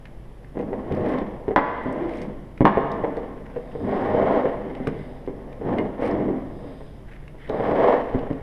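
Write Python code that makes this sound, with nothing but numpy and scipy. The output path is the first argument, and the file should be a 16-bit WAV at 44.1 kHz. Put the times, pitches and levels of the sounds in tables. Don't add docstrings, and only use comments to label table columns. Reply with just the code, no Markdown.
import sys
import numpy as np
from scipy import signal
from scipy.fft import rfft, irfft
from scipy.io import wavfile
from scipy.ndimage import uniform_filter1d

SR = 44100
rng = np.random.default_rng(int(sys.argv[2]) if len(sys.argv) > 2 else 0)


def master(y):
    cut = np.clip(np.atleast_2d(y).T, -1, 1)
    pcm = np.round(cut * 32767)
    wavfile.write(sys.argv[1], SR, pcm.astype(np.int16))


N = 371322
TIME = np.arange(N) / SR

# start and length in seconds, rumble at mid-pull in dB, swell from start
# to end in dB, block drag and rope rasp in dB against the rumble. 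Levels are relative within each table.
PULLS = [(0.535, 0.024, -31.5, -10, 4.5, -28), (0.66, 0.23, -35, 2, 4.5, -19),
         (0.848, 0.29, -29, 12, 3, -15.5), (1.448, 0.025, -28.5, -10, -2, -23),
         (1.758, 0.27, -34.5, 12.5, 1.5, -14.5), (2.118, 0.19, -39, -5, 6, -10),
         (2.785, 0.47, -34, -2, -0.5, -15.5), (3.426, 0.44, -43.5, 9, -1, -13),
         (3.777, 0.16, -32.5, 18.5, 7.5, -15), (3.962, 0.41, -21, 5, -7.5, -16),
         (4.521, 0.36, -41, 7.5, 6.5, -8), (5.026, 1, -44.5, 7, -1.5, -12),
         (5.592, 0.14, -28.5, 7.5, 7, -16.5), (5.97, 0.4, -27.5, -11.5, 1, -15.5),
         (6.588, 0.061, -38, -4, 4.5, -11), (7.465, 0.1, -28.5, 5.5, -2.5, -15),
         (7.56, 0.33, -20.5, 12, -9, -16.5), (7.953, 0.053, -37, -10, 6, -16),
         (8.11, 0.3, -36, -11, -19, -10)]
# levels of rumble, drag and rasp in dB.
IDLE_DB = [-61, -54, -76.5]
# start and length in seconds, level in dB, first and last
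# pitch in Hz.
SLIDES = [(0.864, 0.43, -34, 300, 221), (1.881, 0.22, -30, 350, 304.6), (2.07, 0.58, -48, 212.8, 158.4),
          (5.579, 0.272, -32.5, 280.8, 315), (5.929, 0.5, -32, 360, 260)]
# start and length in seconds, level in dB, pitch in Hz.
GRUNTS = [(3.558, 0.028, -19.5, 485), (4.439, 0.024, -14, 500)]
# start in seconds, length in seconds, level in dB.
SLACK_RUNS = [(1.6, 0.37, -42), (2.03, 0.26, -52), (4.85, 0.27, -51), (7.0, 0.36, -54), (7.36, 0.17, -42)]
STRAINS = [(0.55, 0.33, -64), (0.88, 0.17, -53), (1.02, 0.18, -52), (2.06, 0.25, -48), (5.99, 0.13, -44)]
GRIPS = [(3.32, 0.39, -55), (7.02, 0.2, -54.5)]
BRUSHES = [(3.4, 1, -64), (4.7, 0.69, -65), (6.3, 0.87, -63.5), (7.3, 0.71, -62)]

# start in seconds, level in dB, contact pitch in Hz (higher is harder).
KNOCKS = [(0.553, -27.5, 445), (0.571, -18.5, 386), (0.598, -17.5, 445), (0.627, -23.5, 450),
          (0.682, -26.5, 436), (0.731, -16.5, 540), (0.914, -15, 308), (1.217, -17, 272),
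          (1.481, -12.5, 364), (1.509, -13, 375), (1.5617, -3.5, 308), (1.577, -12.5, 290),
          (1.858, -15.5, 264), (2.6076, -2, 310), (2.624, -9, 300), (2.646, 1, 222), (2.7726, -2.5, 428),
          (2.780, -26, 400), (3.0395, -12.5, 480), (3.0455, -16, 765), (3.171, -16.5, 388),
          (3.563, -20.5, 460), (3.752, -20.5, 370), (4.146, -13.5, 317), (4.276, -20, 560),
          (4.318, -23, 520), (4.371, -13.5, 460), (4.456, -9.5, 530), (4.802, -18.5, 250),
          (4.871, -14, 350), (4.878, -16, 128), (5.276, -18.5, 360), (5.296, -22.5, 294.4),
          (5.548, -37, 293), (5.613, -21.5, 400), (5.789, -13.5, 450), (5.995, -30, 477),
          (6.023, -12.5, 450), (6.199, -15, 420), (6.282, -17, 380), (6.808, -28, 435), (7.346, -35.5, 490),
          (7.498, -13.5, 470), (7.537, -20, 466), (7.599, -11.5, 580), (7.716, -10.5, 473),
          (7.758, -14, 620), (7.929, -14, 550), (8.1415, -17, 480), (8.148, -8.5, 194), (8.304, -15, 264),
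          (8.311, -17.5, 158.3)]
CLANKS = [(1.5615, 3.5, 1020), (2.6533, 3.5, 945)]
CLICKS = [(0.055, -33, 2300), (0.445, -39.5, 1690), (0.590, -33, 2140), (0.611, -38, 2200),
          (0.736, -45, 2000), (0.922, -30.5, 2880), (0.949, -41, 5200), (1.186, -32.5, 2940),
          (1.482, -33, 1674), (1.836, -45, 8000), (1.926, -36, 7750), (2.093, -31, 2040),
          (2.107, -49, 4500), (2.136, -31.5, 2030), (2.171, -39, 6500), (2.183, -40.5, 3500),
          (2.217, -32, 5430), (2.577, -32, 2080), (2.917, -30.5, 3970), (3.168, -36.5, 3900),
          (3.463, -45.5, 2280), (3.718, -41, 2580), (4.751, -32.5, 2400), (4.871, -17, 1450),
          (4.873, -31.5, 8300), (5.264, -41, 3160), (5.528, -35.5, 1900), (5.786, -32, 3200),
          (6.111, -38, 4950), (7.114, -39, 1900), (7.279, -33, 2180), (7.476, -41, 3000),
          (7.494, -31, 3430), (8.190, -38, 2800), (8.329, -38, 2580)]
# start in seconds, level in dB, factor on the mode frequencies.
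HOOK_HITS = [(0.055, -34, .87), (3.676, -39, .88), (4.751, -37, 1.02), (5.785, -17.5, 1)]

# frequency in Hz, level in dB, time to fall 60 dB in seconds.
HOOK_MODES = [(2013, -6, .03), (2099, 0, .05), (2385, -13, .05), (2875, -10, .06)]
# frequency in Hz, bandwidth in Hz, level in dB.
TABLE_MODES = [(96.3, 22, 7), (144.4, 10, 4.5), (207.3, 7, 12), (259.7, 18, 8.5), (293, 26, 2.5),
               (400, 27, 6), (445, 52, 7), (477.5, 29.7, 8.5), (517, 54, -9.5), (620, 140, 5),
               (674, 16, -0.5), (770, 36, 6.5), (980, 18, -17), (893, 30, 3.5), (978, 18, 0.5),
               (1016, 28, 6.5), (1150, 14, -6.5), (1410, 30, 4), (1558, 7.9, -1.5), (1930, 10, 0),
               (1870, 14, 4)]
NEAR_BLOCK_MODES = [(565, 26, 8), (805, 16, 6), (872, 20, 8), (942, 18, 8), (1005, 13, 9), (1050, 14, 8),
                    (1126, 11, 7), (1556, 16, 4), (1787, 45, 6), (1938, 14, 3), (2051, 16, 3)]
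FAR_BLOCK_MODES = [(425, 14, 0), (598, 14, 0), (725, 12, 6), (785, 14, 5), (883, 16, 5), (933, 20, 10),
                   (1067, 40, 12), (1114, 20, 5), (1545, 16, 3), (1800, 25, 3), (1940, 30, 4),
                   (2191, 18, 3)]
SHACKLE_MODES = [(2080, 62, -3.5), (2900, 120, 4.5), (3880, 130, 3.5), (5200, 180, 5), (6460, 160, 9.5),
                 (8500, 250, 13.5)]
PIN_MODES = [(1790, 60, -3), (2060, 130, 3)]

# frequency in Hz, level in dB.
SHEAVE_SPECTRUM = [(120, -45), (260, 3.5), (400, -4), (500, 4.5), (700, -1.5), (1050, -8.5), (1300, -12),
                   (2000, -35.5), (4000, -56.5), (15000, -100)]
DRAG_SPECTRUM = [(40, -33), (90, -10), (165, -4), (215, -3.5), (275, -2), (340, -3), (500, -20),
                 (1200, -72), (8000, -100)]
RASP_SPECTRUM = [(600, -13), (1300, -8.5), (1700, 1.5), (2100, 0.5), (2500, -9), (3100, -6.5), (4300, -23),
                 (5200, -25), (6800, -45.5), (8600, -33.5), (14000, -56.5)]
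SNAG_SPECTRUM = [(100, -56.5), (500, -21), (750, -8), (1080, -1.5), (1350, -10), (1800, -5), (2150, -14),
                 (2600, -19.5), (4000, -33), (15000, -69)]
KNOCK_SPECTRUM = [(40, 0.5), (120, -3), (400, -0.5), (1100, 1.5), (1400, -2.5), (2000, 10.5), (2500, -1.5),
                  (3300, 0.5), (5000, -19), (7000, -12.5), (11000, -27.5), (15000, -16.5)]
CLANK_SPECTRUM = [(50, -9.5), (130, -5), (300, 12), (480, 6), (700, 6.5), (900, 2), (1150, 2), (1400, 3.5),
                  (1900, 10.5), (2500, 3.5), (3200, 6.5), (4300, -2.5), (5500, -4.5), (7000, -23.5),
                  (11000, -41.5), (15000, -53)]
CLICK_SPECTRUM = [(60, -40.5), (300, -16.5), (1200, -11), (2000, -9.5), (5500, -12.5), (7000, -18.5),
                  (11000, -12), (15000, -24)]
BRUSH_SPECTRUM = [(1500, 3.5), (2800, 4.5), (3700, 11.5), (4300, -4), (5050, 8.5), (6200, -42.5),
                  (7800, -17), (8800, 2.5), (10000, -44), (15000, -32)]
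AIR_SPECTRUM = [(20, 1), (45, -10.5), (85, -11.5), (140, -7), (210, -15.5), (500, -20), (1000, -29),
                (1400, -36), (1950, -34.5), (2500, -42), (3200, -42), (4300, -51.5), (5100, -49),
                (6500, -56), (11500, -55.5), (15000, -64.5)]
# frequency in Hz, level in dB.
HUM_TONES = [(43, -44.5), (145, -51.5), (1933, -91.5), (10644, -79.5), (13188, -94)]

# frequency in Hz, time to fall 60 dB in seconds.
ROOM_T60 = [(100, 0.64), (400, 0.86), (1000, 1), (2000, 1), (4000, 0.74), (6000, 0.73), (10000, 0.18)]
# delay in seconds, gain as a factor.
ECHOES = [(.0058, -0.0028), (.009, 0.038), (0.0116, -0.17), (0.016, .3), (.0265, 0.15)]


def hauling(lay_hz=23.28, lay_db=3.2):
    rumble, drag, rasp = efforts()
    strands = amp(-lay_db * np.cos(2 * np.pi * lay_hz * TIME + 0.33 * wander(2.1)))
    surges = amp(0.8 * wander(25))
    jolts = colour(slips(per_s=1200, spread_db=2.5) * strands, SHEAVE_SPECTRUM)
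    sheaves = table_top(through(jolts, ringing(NEAR_BLOCK_MODES, ring_db=-17.5)))
    blocks = table_top(colour(slips(per_s=500, spread_db=4), DRAG_SPECTRUM))
    rubbing = colour(slips(per_s=1200, spread_db=4) * strands, RASP_SPECTRUM)
    rubbing = through(rubbing, ringing(PIN_MODES, ring_db=-3.5))
    rope = unit(through(rubbing, room(wet_db=1)))
    snags = colour(slips(per_s=220, spread_db=2) * strands, SNAG_SPECTRUM)
    snags = through(snags, ringing(FAR_BLOCK_MODES, ring_db=-9))
    snags = unit(through(snags, room(wet_db=-6)))
    turning = rumble * (amp(-1.4) * sheaves + amp(-16) * snags)
    running = amp(-6.5) * (rasp + swells(SLACK_RUNS)) * rope
    return surges * (turning + running) + amp(-1.5) * drag * blocks


def efforts(attack_s=0.076, coast_db_per_s=59.5):
    power = amp(IDLE_DB)[:, None] ** 2 * np.ones(N)
    for start, length, db, swell_db, drag_db, rasp_db in PULLS:
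        t = TIME - start
        stroke = np.clip(t / attack_s, 0, 1) * amp(db - coast_db_per_s * np.maximum(t - length, 0))
        speed = amp(swell_db * (np.clip(t / length, 0, 1) - .5))
        power += np.square([stroke * speed, stroke * amp(drag_db), stroke * speed * amp(rasp_db)])
    return np.sqrt(power)


def table_top(force, places=3, shifts_per_s=2.5):
    out = np.zeros(N)
    for place in range(places):
        coupling = np.cos(np.pi * (shifts_per_s * TIME + place / places))
        body = signal.fftconvolve(ringing(TABLE_MODES, ring_db=-2, uneven_db=4), room(wet_db=1))
        out += through(force * coupling, body)
    return unit(out)


def clanks():
    out = np.zeros(N)
    for row, modes in zip(CLANKS, (NEAR_BLOCK_MODES, FAR_BLOCK_MODES)):
        hits = bouncing([row], count=3, gap_s=.0085, rebound_db=-12)
        struck = blows(hits, decay_cycles=0.76, chatter_db=0.5, chatter_t60=0.065)
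        out += through(struck, ringing(modes, ring_db=-5))
    return through(colour(out, CLANK_SPECTRUM), room(wet_db=-12, build_s=0.03))


def knocks(places=4):
    out = np.zeros(N)
    for place in range(places):
        hits = bouncing(KNOCKS[place::places], count=1, gap_s=.0068, rebound_db=-1.5)
        struck = amp(-0.02) * blows(hits, decay_cycles=0.51, chatter_db=-4.5, chatter_t60=0.029)
        out += through(struck, ringing(TABLE_MODES, ring_db=-6, uneven_db=1.5))
    return through(colour(out, KNOCK_SPECTRUM), room(wet_db=-9.5))


def clicks():
    struck = amp(5.5) * blows(CLICKS, decay_cycles=0.9, chatter_db=7, chatter_t60=0.018)
    ticks = through(struck, ringing(SHACKLE_MODES, ring_db=-4))
    t = TIME[:SR // 4]
    for start, blow_db, pitch in HOOK_HITS:
        ring = sum(amp(db - 60 * t / t60) * np.sin(2 * np.pi * hz * pitch * t)
                   for hz, db, t60 in HOOK_MODES)
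        add(ticks, start, amp(blow_db) * ring)
    return through(colour(ticks, CLICK_SPECTRUM), room(wet_db=-18))


def judder():
    out = np.zeros(N)
    in_phase, quadrature = wander(105), wander(105)
    for start, length, db, first_hz, last_hz in SLIDES:
        hz = np.interp(TIME, (start, start + length), (first_hz, last_hz))
        phase = 2 * np.pi * np.cumsum(hz) / SR
        out += swells([(start, length, db)]) * (in_phase * np.cos(phase) + quadrature * np.sin(phase))
    return through(out, room(wet_db=-3.5))


def grunts(sag=0.175):
    out = np.zeros(N)
    for start, length, db, hz in GRUNTS:
        t = np.arange(0, length, 1 / SR)
        cycles = np.cumsum(hz * (1 - sag * (t / length - .5))) / SR
        add(out, start, amp(db) * np.sin(np.pi * t / length) * np.sin(2 * np.pi * cycles))
    return through(out, room(wet_db=-17.5))


def fibres():
    snaps = slips(per_s=900, spread_db=2.5) * amp(4 * wander(60))
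    crackle = colour(snaps, [(900, -10), (2100, 18.5), (3500, -1), (5400, -4.5), (7000, -17.5),
                             (9000, -8.5), (15000, -28)])
    clumps = slips(per_s=900, spread_db=2) * amp(6 * wander(45))
    crunch = colour(clumps, [(700, -28), (1500, 7), (2000, 6), (3000, -6), (5000, -24), (12000, -36)])
    hiss = colour(rng.standard_normal(N), BRUSH_SPECTRUM)
    return swells(STRAINS) * unit(crackle) + swells(GRIPS) * unit(crunch) + swells(BRUSHES) * unit(hiss)


def background(air_db=-41.5):
    tones = sum(amp(db) * np.sqrt(2) * np.sin(2 * np.pi * hz * TIME + 1.2 * wander(7.2))
                for hz, db in HUM_TONES)
    return tones + amp(air_db) * unit(colour(rng.standard_normal(N), AIR_SPECTRUM))


def slips(per_s, spread_db):
    size = amp(spread_db * np.minimum(rng.exponential(1, N), 4))
    return size * rng.choice([-1, 1], N) * (rng.random(N) < per_s / SR)


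def blows(rows, decay_cycles, chatter_db, chatter_t60):
    out, t = np.zeros(N), TIME[:SR // 12]
    for start, db, hz in rows:
        swing = np.sin(2 * np.pi * hz * t) * np.exp(-hz * t / decay_cycles)
        chatter = rng.standard_normal(len(t)) * amp(-60 * t / chatter_t60) * (1 - np.exp(-t / .001))
        force = (t == 0) + amp(chatter_db) * chatter / np.linalg.norm(chatter)
        add(out, start, amp(db) * signal.fftconvolve(swing, force))
    return out


def bouncing(rows, count, gap_s, rebound_db):
    out = list(rows)
    for start, db, hz in rows:
        for k, (late, sharp) in enumerate(rng.uniform(-1, 1, (count, 2)), start=1):
            out.append((start + gap_s * (k + 0.16 * late), db + rebound_db, hz * (1 + 0.17 * sharp)))
    return out


def ringing(modes, ring_db, uneven_db=0):
    t = TIME[:SR // 3]
    hz, width, db = np.transpose(modes)
    gains = amp(db + uneven_db * rng.standard_normal(len(hz))) * 2 * np.pi * width / SR
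    decays = np.exp(-np.pi * np.outer(width, t))
    ring = gains @ (decays * np.cos(2 * np.pi * np.outer(hz, t)))
    return (t == 0) + amp(ring_db) * ring


def room(wet_db, build_s=0.013):
    hz, t, spectra = signal.stft(rng.standard_normal(SR), SR, nperseg=256)
    decay = amp(-60 * t / read(ROOM_T60, hz)[:, None])
    tail = signal.istft(spectra * decay, SR)[1][:SR]
    tail *= 1 - np.exp(-TIME[:SR] / build_s)
    response = amp(wet_db) * tail / np.linalg.norm(tail)
    response[0] += 1
    for delay, gain in ECHOES:
        add(response, delay, gain * signal.windows.hann(9) / 4)
    return response


def swells(rows):
    out = np.zeros(N)
    for start, length, db in rows:
        add(out, start, amp(db) * np.hanning(int(length * SR)))
    return out


def wander(cutoff_hz):
    rolloff = 1 + (np.fft.rfftfreq(N, 1 / SR) / cutoff_hz) ** 4
    return unit(irfft(rfft(rng.standard_normal(N)) / rolloff, N))


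def colour(x, points, size=8192):
    log_gain = np.log(amp(read(points, abs(np.fft.fftfreq(size, 1 / SR)))))
    transfer = np.exp(np.conj(signal.hilbert(log_gain)))
    return through(x, np.fft.ifft(transfer).real[:size // 2])


def through(x, response):
    return signal.fftconvolve(x, response)[:N]


def add(mix, start_s, sound):
    part = mix[max(round(start_s * SR), 0):][:len(sound)]
    part += sound[:len(part)]


def read(points, hz):
    frequencies, values = np.transpose(points)
    return np.interp(np.log(hz + 1), np.log(frequencies + 1), values)


def amp(db):
    return 10 ** (np.asarray(db) / 20)


def unit(x):
    return x / np.sqrt(np.mean(x ** 2) + 1e-20)


def scene():
    return (hauling() + judder() + grunts() + fibres() + knocks() + clanks() + clicks() + background())[None]


def record(dry, recover_db_per_s=19, ceiling_db=0.0, look_ahead_s=.017, cutoff_hz=15200):
    over_db = np.maximum(20 * np.log10(abs(dry[0]) + 1e-9) - ceiling_db, 0)
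    recovery_db = recover_db_per_s * TIME
    held_db = np.maximum.accumulate(over_db + recovery_db) - recovery_db
    duck_db = uniform_filter1d(np.interp(TIME + look_ahead_s, TIME, held_db), size=400)
    low_pass = signal.firwin(511, cutoff_hz, window=("kaiser", 9), fs=SR)
    return signal.oaconvolve(dry * amp(-duck_db), low_pass[None], "same")


dry = scene()
out = record(dry)
master(out)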